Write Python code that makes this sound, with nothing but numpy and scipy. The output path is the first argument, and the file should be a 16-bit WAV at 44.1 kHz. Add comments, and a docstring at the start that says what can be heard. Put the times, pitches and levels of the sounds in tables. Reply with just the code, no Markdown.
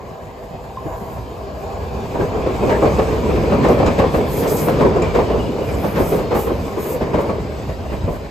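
"""A four-car electric train passes close by a platform at steady speed: its wheels roar and hammer on rail joints.
Each bogie's noise swells and falls with its distance; sixteen axles strike the same few joints in turn.
Collector shoes hiss, tick and ring on the conductor rail; steel whines in short chirps; wheels ring in one note.
Behind it the rails sing in narrow bands, far knocks ping, low rumble swells, and walls scatter the blows."""
import sys
import numpy as np
from scipy import signal
from scipy.fft import rfft, irfft
from scipy.io import wavfile
from scipy.ndimage import uniform_filter1d

SR = 44100
rng = np.random.default_rng(int(sys.argv[2]) if len(sys.argv) > 2 else 0)


def output_pcm(signal):
    """Save a mono or channel-first signal as 16-bit PCM at the path in sys.argv[1].

    Samples are clipped to [-1, 1] before scaling.
    """
    pcm = np.clip(np.atleast_2d(signal).T, -1, 1) * 32767
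    wavfile.write(sys.argv[1], SR, np.round(pcm).astype(np.int16))


N = 366030
TIME = np.arange(N) / SR

# track-bed rumble: t/s, level/dB
RUMBLE_LEVEL = [(0, -51), (0.4, -42.5), (0.9, -35), (1.55, -34.5), (1.9, -29), (2.35, -29.5), (2.9, -24.5),
                (3.8, -23), (4.45, -30), (4.8, -24.5), (5.25, -22.5), (5.6, -36), (6.25, -28), (6.7, -37),
                (7.15, -38), (7.6, -32), (8.3, -33)]
# low swells of air and ground, some of them wheel thumps: peak t/s, level/dB
LOW_SWELLS = [(1.19, -30.5), (3.37, -21.5), (4.22, -25), (5.38, -22), (5.75, -23), (6.55, -24), (6.8, -28),
              (7.4, -27), (7.85, -27.5), (8.04, -25)]
# rail resonances: f/Hz, width/Hz, level/dB
RAIL_MODES = [(395, 56, 2.5), (492, 30, 1), (646, 84, 5.5), (777, 42, -1.5), (990, 275, 3),
              (1640, 160, -12.5), (6960, 680, -18.5)]
# strength of the rail's singing: t/s, level/dB
SINGING_LEVEL = [(0, -37.5), (.7, -34), (.9, -30), (1.3, -33.5), (1.9, -30.5), (2.6, -29), (4, -36.5),
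                 (8.3, -42)]
# far knocks carried by the rail: t/s, f/Hz, level/dB, t60/s
RAIL_PINGS = [(.771, 1045, -20.5, 0.05), (.858, 320, -23.5, 0.07), (1.012, 206, -25, 0.09),
              (8.04, 95, -13.5, 0.084)]
# squeals of wheels and shoes: start/s, end/s, start f/Hz, end f/Hz, width/Hz, level/dB
SQUEALS = [(2.164, 2.273, 1680, 1610, 200, -42), (2.694, 2.783, 1900, 1610, 260, -34.5),
           (3.629, 3.779, 2390, 2314, 400, -41), (3.86, 3.95, 2420, 2360, 250, -40),
           (5.01, 5.075, 2410, 2340, 140, -35), (5.08, 5.118, 2350, 2320, 70, -37.5),
           (5.135, 5.23, 2300, 2260, 130, -43), (5.198, 5.226, 2920, 2900, 80, -45),
           (5.255, 5.297, 2970, 2920, 90, -44.5), (5.308, 5.345, 2960, 2910, 70, -41.5),
           (5.385, 5.44, 2940, 2860, 80, -41), (5.448, 5.48, 2900, 2860, 60, -41.5),
           (5.48, 5.535, 2880, 2850, 90, -46.5), (5.605, 5.66, 2880, 2860, 60, -47),
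           (5.705, 5.765, 8400, 7500, 900, -48), (7.92, 7.97, 2400, 2350, 250, -49),
           (8.05, 8.11, 2400, 2350, 250, -51)]

# shoe knocks on the conductor rail: t/s, level/dB, ring level/dB
SHOE_CLINKS = [(3.648, -60, -5), (3.685, -50, -6), (3.862, -50, 4), (4.81, -59, -3), (4.962, -63, 1),
               (5.02, -56, 8), (5.149, -58, -5)]
# shoe resonances: f/Hz, level/dB, t60/s
SHOE_MODES = [(2340, 3, .16), (3950, -3, .03), (5010, -1, .03), (5400, 2, .03), (6985, -1, .085),
              (7520, 0, .07), (8450, -4, .03)]
# hard shoe pressure: start/s, end/s, rise/s, sizzle level/dB, scrape level/dB
SHOE_PRESSES = [(0.772, 1.153, 0.041, -55.5, -63), (1.32, 1.4, .06, -60, -68),
                (1.57, 1.64, 0.056, -57, -59), (2.103, 2.286, 0.089, -59, -54),
                (2.441, 3.14, 0.13, -55.5, -49), (3.633, 3.74, 0.074, -49, -52),
                (4.09, 4.18, 0.054, -48, -51), (4.228, 4.435, 0.18, -35.5, -41.5),
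                (4.465, 4.504, .015, -42, -36.5), (4.477, 4.664, .04, -33, -46),
                (4.55, 4.594, .02, -43, -34), (5.55, 5.755, 0.22, -49, -49), (5.74, 5.926, 0.073, -45, -60),
                (5.917, 6.168, 0.093, -41, -45), (6.336, 6.453, 0.019, -40, -45.5),
                (6.5, 6.74, 0.045, -54, -55), (6.774, 6.937, 0.056, -40.5, -48),
                (7.186, 7.217, 0.033, -50, -50), (8.06, 8.175, 0.037, -58, -64)]

# noise spectra: f/Hz, relative density/dB
FAR_ROAR_SPECTRUM = [(60, 11), (150, 8.5), (300, -1.5), (430, -2), (540, 1.5), (680, 2.5), (860, -4.5),
                     (1080, -6.5), (1300, -18.5), (2000, -11.5), (4000, -57)]
NEAR_ROAR_SPECTRUM = [(60, -9), (130, -2.5), (240, -2), (320, -7), (430, 0), (600, -7.5), (780, -13.5),
                      (1020, -14), (1400, -23.5), (2200, -28.5), (4000, -76)]
RUSH_SPECTRUM = [(500, 7.5), (1200, 3.5), (1650, -2), (2000, -6), (2350, 3.5), (2800, 2), (3300, -2),
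                 (4300, -3.5), (4800, -2.5), (5800, -9), (7500, -29), (10000, -42), (15500, -24)]
GROUND_SPECTRUM = [(15, -45), (26, -23), (42, -13.5), (58, 1), (78, -1.5), (115, -6.5), (170, -16),
                   (320, -15), (800, -67)]
SIZZLE_SPECTRUM = [(4000, -30), (7500, -10), (9300, -2), (10500, -3), (11300, 2), (12500, -1), (14400, -1),
                   (15600, -3)]
SCRAPE_SPECTRUM = [(3000, -3.5), (5500, 2), (6400, 6), (7000, 4.5), (8000, 4.5), (9400, -2.5), (11000, -38),
                   (15000, -12)]
BLOW_SPECTRUM = [(30, 4), (90, -2.5), (170, 2), (260, -2), (320, 1.5), (450, 3.5), (620, -1), (780, -10.5),
                 (1020, -9), (1400, -18), (1950, -23), (2350, -27), (4000, -36), (12000, -51.5)]

# stereo lean: f/Hz, left minus right/dB
STEREO_LEAN = [(100, -0.6), (400, 0), (1000, 0.2), (2500, 1.2), (4800, 2.8), (7000, 0.5), (9000, 0)]
# likeness of the microphone's two ports: f/Hz, correlation/-1..1
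PORT_LIKENESS = [(40, .9), (150, .85), (450, .83), (1000, .58), (1500, 0), (1900, -.1), (2500, .66),
                 (3400, .72), (4700, .52), (5700, .22), (6600, .9), (7300, .97), (8500, .6), (9600, .99),
                 (10500, .99), (11400, .6), (12100, .98), (13300, .98), (14100, .5), (15200, .98)]
# phase lead of the left port: f/Hz, lead/rad
LEFT_LEAD = [(1900, 0), (2500, .5), (4700, .6), (5700, -1.1), (6400, 0), (7700, -.1), (8600, -1.5),
             (9400, -3), (10700, -3.25), (11500, -4.9), (11900, -6.2), (13700, -6.4), (14700, -8.7),
             (15200, -9.4)]
# microphone turning to follow the tail: t/s, turn/0..1
MIC_TURN = [(7.33, 0), (7.9, 0.9)]

# bogies, front to back: blow level/dB, clank level/dB, roar level/dB
BOGIE_LEVELS = [(4.5, -4, 2.5), (4, -6, 4.5), (-2.5, 9, -7), (4, -4, 3.5), (5, -1.5, -9.5), (-2, -9, 0.5),
                (-4, 7, -5.5), (-9, -7, -2)]
# joints struck by every axle in turn: first axle t/s, level/dB, second axle re first/dB, clank/dB, thud/dB
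AXLE_JOINTS = [(2.19, -32.5, -5.5, 0.5, -2), (2.464, -32, -9, 5.5, -6), (3.606, -41, 1.5, -1, 2)]
# single clear blows on rail joints near and far: t/s, level/dB, clank/dB, thud/dB, ring f/Hz, knock/dB
CLEAR_BLOWS = [(.854, -38, -9, 9, 148, -18), (1.01, -44, -7, 8, 210, -16), (2.041, -51, -1, 4, 450, 2),
               (2.145, -36.5, 2, 2, 523, 1), (2.203, -27, 1, 4, 395, -15.5), (2.365, -40, -8, -4, 524, -2),
               (2.469, -30.5, -24, -2, 412, -10.5), (2.627, -29.5, -6, -15, 445, -12.5),
               (2.692, -28, 10.5, -3, 420, -1), (2.712, -29, -6, -14, 620, -1.5),
               (2.821, -24.5, -1, -12, 580, -2.5), (2.853, -26.5, 2, -12, 527, -3.5),
               (2.983, -26, 4, -3, 574, -4.5), (3.078, -31.5, -13, 6, 447, -9),
               (3.125, -39, -10, 18, 450, -12), (3.361, -37, -6, -7, 420, -2),
               (3.436, -32, -14, -10, 435, -12), (3.52, -25, -1, -1, 423, -3.5),
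               (3.644, -25.5, 2, -10, 268, -1.5), (3.688, -22.5, -4, -23, 447, -7.5),
               (3.791, -26.5, 5, 1, 502, 0), (3.823, -25, -9, 0, 427, -7), (3.861, -27.5, 9, 4, 272, -2),
               (3.983, -23, 7.5, 4, 357, -3), (4.026, -25, -11, -8, 450, -4),
               (4.139, -26.5, 3, -4, 183, -4.5), (4.202, -36.5, -4, -11, 463, 0),
               (4.336, -41, -12, 20, 430, -18.5), (4.425, -35.5, 11, 0, 534, -4),
               (4.678, -24.5, 4.5, -6, 490, -9), (4.807, -21.5, 1.5, -0.5, 281, -8),
               (4.842, -21.5, -15, 0, 374, -6), (4.906, -32.5, -11, -2, 383, -15.5),
               (4.961, -25.5, -4, -3, 345, -6), (5.019, -27, 3, 2, 450, -8),
               (5.146, -25, 5.5, -8, 473, -2.5), (5.186, -24.5, -5, -7, 430, -7.5),
               (5.296, -28.5, 2, -6, 444, -6), (5.336, -29, -12, -4, 457, -10.5),
               (5.384, -35.5, -6, -4, 430, -6.5), (5.58, -38, 1, 3, 412, -1.5),
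               (5.837, -28.5, 2, 0, 247, -6.5), (5.966, -31.5, 10, -7, 274, -2),
               (5.997, -22, -4, 4.5, 380, -10), (6.12, -28, 0, -4, 468, -9.5),
               (6.142, -30.5, -15, -9, 450, -15), (6.188, -36, 11, -2, 469, -8),
               (6.312, -26, 3, -9, 473, -6.5), (6.349, -28, 3, -12, 384, -6), (6.38, -34, -6, -1, 400, -7),
               (6.465, -30, 3, -4, 426, -9), (6.495, -29, -6, -4, 368, -8),
               (6.667, -38.5, -14, 10, 438, -0.5), (6.765, -35.5, 3, -4, 484, -2.5),
               (6.85, -39, 9, -7, 440, -3), (7.009, -29.5, 6, 6, 258, -6), (7.138, -24, 2.5, 2, 348, -8.5),
               (7.177, -29, 0, -18, 358, -3), (7.238, -37, -15, 3, 420, -2.5),
               (7.29, -29.5, 0, -6, 196, -6.5), (7.542, -46, -6, 0, 450, -5.5), (7.921, -34, 4, 5, 182, -8),
               (8.074, -28.5, -8, 7, 590, -12), (8.167, -49.5, -8, -4, 556, -8),
               (8.21, -48, -7, 3, 555, -8)]
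# wheel and rail-end resonances before detuning: f/Hz, level/dB, t60/s
KNOCK_MODES = [(340, -2.5, 0.034), (570, 0, 0.044), (774, -1.5, 0.026), (980, -5.5, 0.037),
               (1670, -12.5, 0.027), (2360, -12, 0.026)]
# roar carried by the rails from distant wheels: t/s, level/dB
CARRIED_LEVEL = [(0, -35), (0.6, -37), (0.9, -32.5), (1.3, -38), (2.1, -33), (3, -35), (7, -34), (7.7, -31),
                 (8.3, -30.5)]
# rolling wheels' sinking note: t/s, f/Hz
WHEEL_PITCH = [(1.5, 2506), (3.0, 2370), (4.0, 2312), (8.3, 2293)]

# train speed; spacing of cars, of a car's bogies, of a bogie's axles
SPEED_M_PER_S, CAR_M, BOGIES_M, WHEELBASE_M = 17.2, 20.0, 14.17, 2.72
# blow ring: pitch where every axle strikes in turn; width and height for all blows
AXLE_RING_HZ, RING_WIDTH_HZ, RING_DB = 438, 47, 2.5
LOW_CUT_HZ, EDGE_HZ = 41, 15750


def gain_of(db):
    """Decibels to amplitude factor."""
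    return 10 ** (np.asarray(db) / 20)


def evened(x):
    """Scale to rms 1."""
    return x / np.sqrt(np.mean(x ** 2) + 1e-20)


def read(points, hz):
    """Interpolate a spectrum linearly over log frequency."""
    f, value = np.transpose(points)
    return np.interp(np.log(hz + 1), np.log(f + 1), value)


def follow(rows):
    """Interpolate a time curve at every sample."""
    return np.interp(TIME, *np.transpose(rows))


def add(mix, s, sound):
    """Mix stereo sound in at time s."""
    part = mix[:, max(round(s * SR), 0):][:, :sound.shape[1]]
    part += sound[:, :part.shape[1]]


def wander(rate_hz):
    """Random curve of rms 1, low-passed near rate_hz."""
    hz = np.fft.rfftfreq(N, 1 / SR)
    spectrum = rfft(rng.standard_normal(N)) / (1 + (hz / rate_hz) ** 4)
    return evened(irfft(spectrum, N))


def coloured(pair, spectrum=((0, 0),)):
    """Shape two independent noises; set correlation, phase and level between the ports; mono rms 1."""
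    size = pair.shape[1]
    hz = np.fft.rfftfreq(size, 1 / SR)
    left, other = rfft(pair) * gain_of(read(spectrum, hz))
    same = np.clip(read(PORT_LIKENESS, hz), -1, 1)
    lean = gain_of(read(STEREO_LEAN, hz) / 2)
    right = same * left + np.sqrt(1 - same ** 2) * other
    right = right * np.exp(-1j * read(LEFT_LEAD, hz))
    out = irfft(np.array([left * lean, right / lean]), size)
    return out / np.sqrt(np.mean(out.mean(0) ** 2) + 1e-20)


def turbulence(spectrum, patchy_db):
    """Stereo noise that flares and fades in time-frequency patches."""
    z = signal.stft(rng.standard_normal((2, N)), nperseg=1024)[2]
    patches = uniform_filter1d(rng.standard_normal(z.shape[1:]), size=4, axis=0)
    patches = uniform_filter1d(patches, size=8, axis=1)
    pair = signal.istft(z * gain_of(patchy_db * evened(patches)), nperseg=1024)[1][:, :N]
    return coloured(pair, spectrum)


def ringing(hz, width_hz):
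    """Stereo noise in one resonance that follows the curve hz."""
    lowpass = signal.butter(2, width_hz / 2, fs=SR, output="sos")
    noise = rng.standard_normal((2, 2, len(hz) + SR // 10))
    rub = signal.sosfilt(lowpass, noise)[..., -len(hz):]  # drop the filter's onset
    carrier = np.exp(2j * np.pi * np.cumsum(hz) / SR)
    return coloured(((rub[0] + 1j * rub[1]) * carrier).real)


def lag(bogie):
    """Seconds by which a bogie trails the first."""
    return (bogie // 2 * CAR_M + bogie % 2 * BOGIES_M) / SPEED_M_PER_S


def passing(loudest_s, reach_m, falloff):
    """Power-summed gain of all bogies, each falling as a power of distance; loudest_s is the first bogie's peak."""
    power = 0
    for k, (_, _, roar_db) in enumerate(BOGIE_LEVELS):
        along_m = SPEED_M_PER_S * (TIME - loudest_s - lag(k))
        power = power + gain_of(roar_db) ** 2 / (1 + (along_m / reach_m) ** 2) ** falloff
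    return np.sqrt(power)


def station(x, t60_s=0.52, delay_s=0.0098):
    """Fence, platform walls and car sides scatter the blows back as sparse, decaying echoes."""
    t = np.arange(SR * 3 // 4) / SR
    sparse = rng.standard_normal((2, len(t))) * (rng.random((2, len(t))) < 2000 / SR)
    taps = sparse * (t > delay_s) * gain_of(-60 * t / t60_s)
    tail = coloured(taps, [(100, -5.5), (2000, 9.0), (8000, -4.5)]) / np.sqrt(len(t))
    return signal.fftconvolve(x.mean(0)[None], tail, axes=1)[:, :N]


def singing_rail(waver_db=1.26, waver_hz=4.8):
    """Wheels far down the line keep the rail ringing in narrow bands."""
    f = np.fft.rfftfreq(N, 1 / SR)
    bands = sum(gain_of(db) / np.sqrt(width) / (1 + (2 * (f - hz) / width) ** 2) for hz, width, db in RAIL_MODES)
    song = turbulence(np.column_stack([f, 20 * np.log10(bands)]), patchy_db=2.0)
    return song * gain_of(follow(SINGING_LEVEL) + waver_db * wander(waver_hz))


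def pings(rise_s=0.0022):
    """The rail carries far knocks as short decaying sine notes."""
    out, t = np.zeros((2, N)), np.arange(SR // 4) / SR
    for s, hz, db, t60_s in RAIL_PINGS:
        envelope = gain_of(db - 60 * t / t60_s) * (1 - np.exp(-t / rise_s))
        note = 2 * envelope * np.sin(2 * np.pi * hz * t)
        add(out, s, np.array([note, note]))
    return out


def rumble(swell_s=0.059):
    """Ground shakes under the cars' weight; short low swells of air and ground rise out of it."""
    swells = sum(gain_of(db) * np.exp(-.5 * ((TIME - s) / swell_s) ** 2) for s, db in LOW_SWELLS)
    level = np.hypot(gain_of(follow(RUMBLE_LEVEL)), swells)
    return turbulence(GROUND_SPECTRUM, patchy_db=1.0) * level


def wheel_whines():
    """Rubbing sets steel squealing in short chirps of sinking pitch."""
    out = np.zeros((2, N))
    for start, end, first_hz, last_hz, width_hz, db in SQUEALS:
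        size = max(round((end - start) * SR), 2)
        chirp = ringing(np.linspace(first_hz, last_hz, size), width_hz)
        add(out, start, chirp * signal.windows.tukey(size, .5) * gain_of(db))
    return out


def clinks(scuff_t60_s=0.1, tick_t60_s=.012, tick_db=-2, scuff_db=-4):
    """A shoe hits a rail end with a tick, scuffs over it and excites its own modes."""
    out, t = np.zeros((2, N)), np.arange(SR // 4) / SR
    ring = sum(gain_of(db - 60 * t / t60) * np.sin(2 * np.pi * hz * t) for hz, db, t60 in SHOE_MODES)
    envelope = gain_of(-60 * t / scuff_t60_s) + gain_of(tick_db - 60 * t / tick_t60_s)
    for s, db, ring_db in SHOE_CLINKS:
        scuff = rng.standard_normal((2, len(t))) * envelope
        rung = signal.fftconvolve(scuff, ring[None], axes=1)[:, :len(t)]
        clink = gain_of(ring_db) * coloured(rung) + gain_of(scuff_db) * coloured(scuff, SCRAPE_SPECTRUM)
        add(out, s, clink * (1 - t / t[-1]) * gain_of(db))
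    return out


def shoes(sizzle_db=-65.0, scrape_db=-56, full_turn_db=3, release_s=0.032, sway_db=1.4, sway_hz=11):
    """Shoes sliding on the conductor rail: faint hiss from every bogie, bursts where one presses hard."""
    facing = gain_of(full_turn_db * follow(MIC_TURN))
    sizzle = passing(loudest_s=2.8, reach_m=20.6, falloff=0.9) * facing * gain_of(sizzle_db)
    scrape = passing(loudest_s=3.1, reach_m=10.0, falloff=0.99) * facing * gain_of(scrape_db)
    for start, end, rise_s, high_db, low_db in SHOE_PRESSES:
        press = np.clip((TIME - start) / rise_s, 0, 1)
        press = press * np.exp(-np.maximum(TIME - end, 0) / release_s)
        sizzle = np.hypot(sizzle, press * gain_of(high_db))
        scrape = np.hypot(scrape, press * gain_of(low_db))
    hiss = turbulence(SIZZLE_SPECTRUM, patchy_db=3.0) * sizzle
    hiss = hiss + turbulence(SCRAPE_SPECTRUM, patchy_db=3.0) * scrape
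    return hiss * gain_of(sway_db * wander(sway_hz))


def strikes():
    """Every axle on each joint in turn: t/s, level/dB, clank/dB, thud/dB, ring f/Hz."""
    rows = []
    for first_s, joint_db, second_db, clank_db, thud_db in AXLE_JOINTS:
        for k, (bogie_db, bogie_clank_db, _) in enumerate(BOGIE_LEVELS):
            for axle in (0, 1):
                s = first_s + lag(k) + axle * WHEELBASE_M / SPEED_M_PER_S
                level_db = joint_db + bogie_db + axle * second_db
                rows.append((s, level_db, clank_db + bogie_clank_db, thud_db, AXLE_RING_HZ))
    return rows


def joints(rise_s=0.0036, hold_s=0.011, ring_t60_s=0.17, clank_t60_s=0.21, rattle_db=1.0, rattle_hz=130):
    """A wheel dips into a joint and strikes; the bogie rattles and rings with rail and sleepers."""
    out, t = np.zeros((2, N)), np.arange(2 ** 14) / SR
    lead_s = .04  # room for the swell before the strike
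    age = np.maximum(t - lead_s - hold_s, 0)
    swell = 1 / (1 + np.exp((lead_s - t) / rise_s))
    rattle = gain_of(rattle_db * wander(rattle_hz))
    hz = np.fft.rfftfreq(len(t), 1 / SR)
    # band weights of clank and thud
    treble, bass = read([(900, 0), (1800, 1)], hz), read([(170, 1), (350, 0)], hz)
    for s, db, clank_db, thud_db, ring_hz, *_ in CLEAR_BLOWS + strikes():
        jitter = rattle[rng.integers(N - len(t)):][:len(t)]
        drive = rng.standard_normal((2, len(t))) * swell * jitter
        low = rfft(drive * gain_of(-60 * age / ring_t60_s))
        high = rfft(drive * gain_of(-60 * age / clank_t60_s))
        ring = 1 + gain_of(RING_DB) / (1 + (2 * (hz - ring_hz) / RING_WIDTH_HZ) ** 2)
        balance = gain_of(treble * clank_db + bass * thud_db)
        blow = irfft((low * (1 - treble) + high * treble) * ring * balance)
        add(out, s - lead_s, coloured(blow, BLOW_SPECTRUM) * gain_of(db))
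    return out


def knocks(chatter_per_s=450, chatter_t60_s=0.14, rise_s=0.0043, scatter=0.09):
    """Loose gear chatters steel on steel: clusters of random clicks excite modes detuned per blow."""
    out, t = np.zeros((2, N)), np.arange(2 ** 14) / SR
    short = t[:SR // 20]
    force = (1 - np.exp(-t / rise_s)) * gain_of(-60 * t / chatter_t60_s)
    for s, db, _, _, _, knock_db in CLEAR_BLOWS:
        clicks = force * rng.standard_normal((2, len(t))) * (rng.random(len(t)) < chatter_per_s / SR)
        detune = np.exp(scatter * rng.standard_normal(len(KNOCK_MODES)))
        ring = 0
        for (hz, mode_db, t60_s), k in zip(KNOCK_MODES, detune):
            ring = ring + gain_of(mode_db - 60 * short / t60_s) * np.sin(2 * np.pi * hz * k * short)
        rung = signal.fftconvolve(clicks, ring[None], axes=1)[:, :len(t)]
        add(out, s, evened(rung) * gain_of(db + knock_db))
    return coloured(out, [(1200, 2.5), (2500, -5.5), (6000, -8)]) * np.sqrt(np.mean(out ** 2))


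def wheel_ring(ring_db=-48, width_hz=380, flutter_db=3.0, flutter_hz=18):
    """Rolling wheels ring in one broad note that falls off steeply with distance."""
    near = passing(loudest_s=2.67, reach_m=4.6, falloff=1.4)
    level = gain_of(ring_db + flutter_db * wander(flutter_hz))
    return ringing(follow(WHEEL_PITCH), width_hz) * near * level


def rolling(roar_db=-21.5, rush_db=-41.0, full_turn_db=3.5, judder_db=0.92, far_judder_db=2.5, judder_hz=22):
    """Rough treads shake rail and wheel: roar carried by the rails, roar from near by and a bright rush."""
    judder = wander(judder_hz)
    far = turbulence(FAR_ROAR_SPECTRUM, patchy_db=3.0)
    far = far * gain_of(follow(CARRIED_LEVEL) + far_judder_db * judder)
    near = turbulence(NEAR_ROAR_SPECTRUM, patchy_db=2.5) * passing(loudest_s=2.816, reach_m=6.96, falloff=1.82)
    near = near * gain_of(roar_db + judder_db * judder)
    rush = turbulence(RUSH_SPECTRUM, patchy_db=2.1) * passing(loudest_s=2.86, reach_m=11.6, falloff=1.216)
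    rush = rush * gain_of(rush_db + full_turn_db * follow(MIC_TURN) + 0.58 * judder_db * judder)
    return far + near + rush


def scene():
    """Train and track; the blows also scatter around the station."""
    blows = joints() + knocks() + clinks() + pings()
    train = rolling() + rumble() + shoes() + singing_rail() + wheel_ring() + wheel_whines()
    return train + blows + gain_of(-13) * station(blows)


def record(dry):
    """Microphone: bass cut, soft rounding of peaks, then a treble band limit."""
    bass_cut = signal.butter(4, LOW_CUT_HZ, "highpass", fs=SR, output="sos")
    heard = signal.sosfilt(bass_cut, dry)
    held = heard / (1 + (heard / .96) ** 6) ** (1 / 6)
    band_limit = signal.firwin(511, EDGE_HZ, window=("kaiser", 9), fs=SR)
    return signal.oaconvolve(held, band_limit[None], "same")


dry = scene()
out = record(dry)
output_pcm(out)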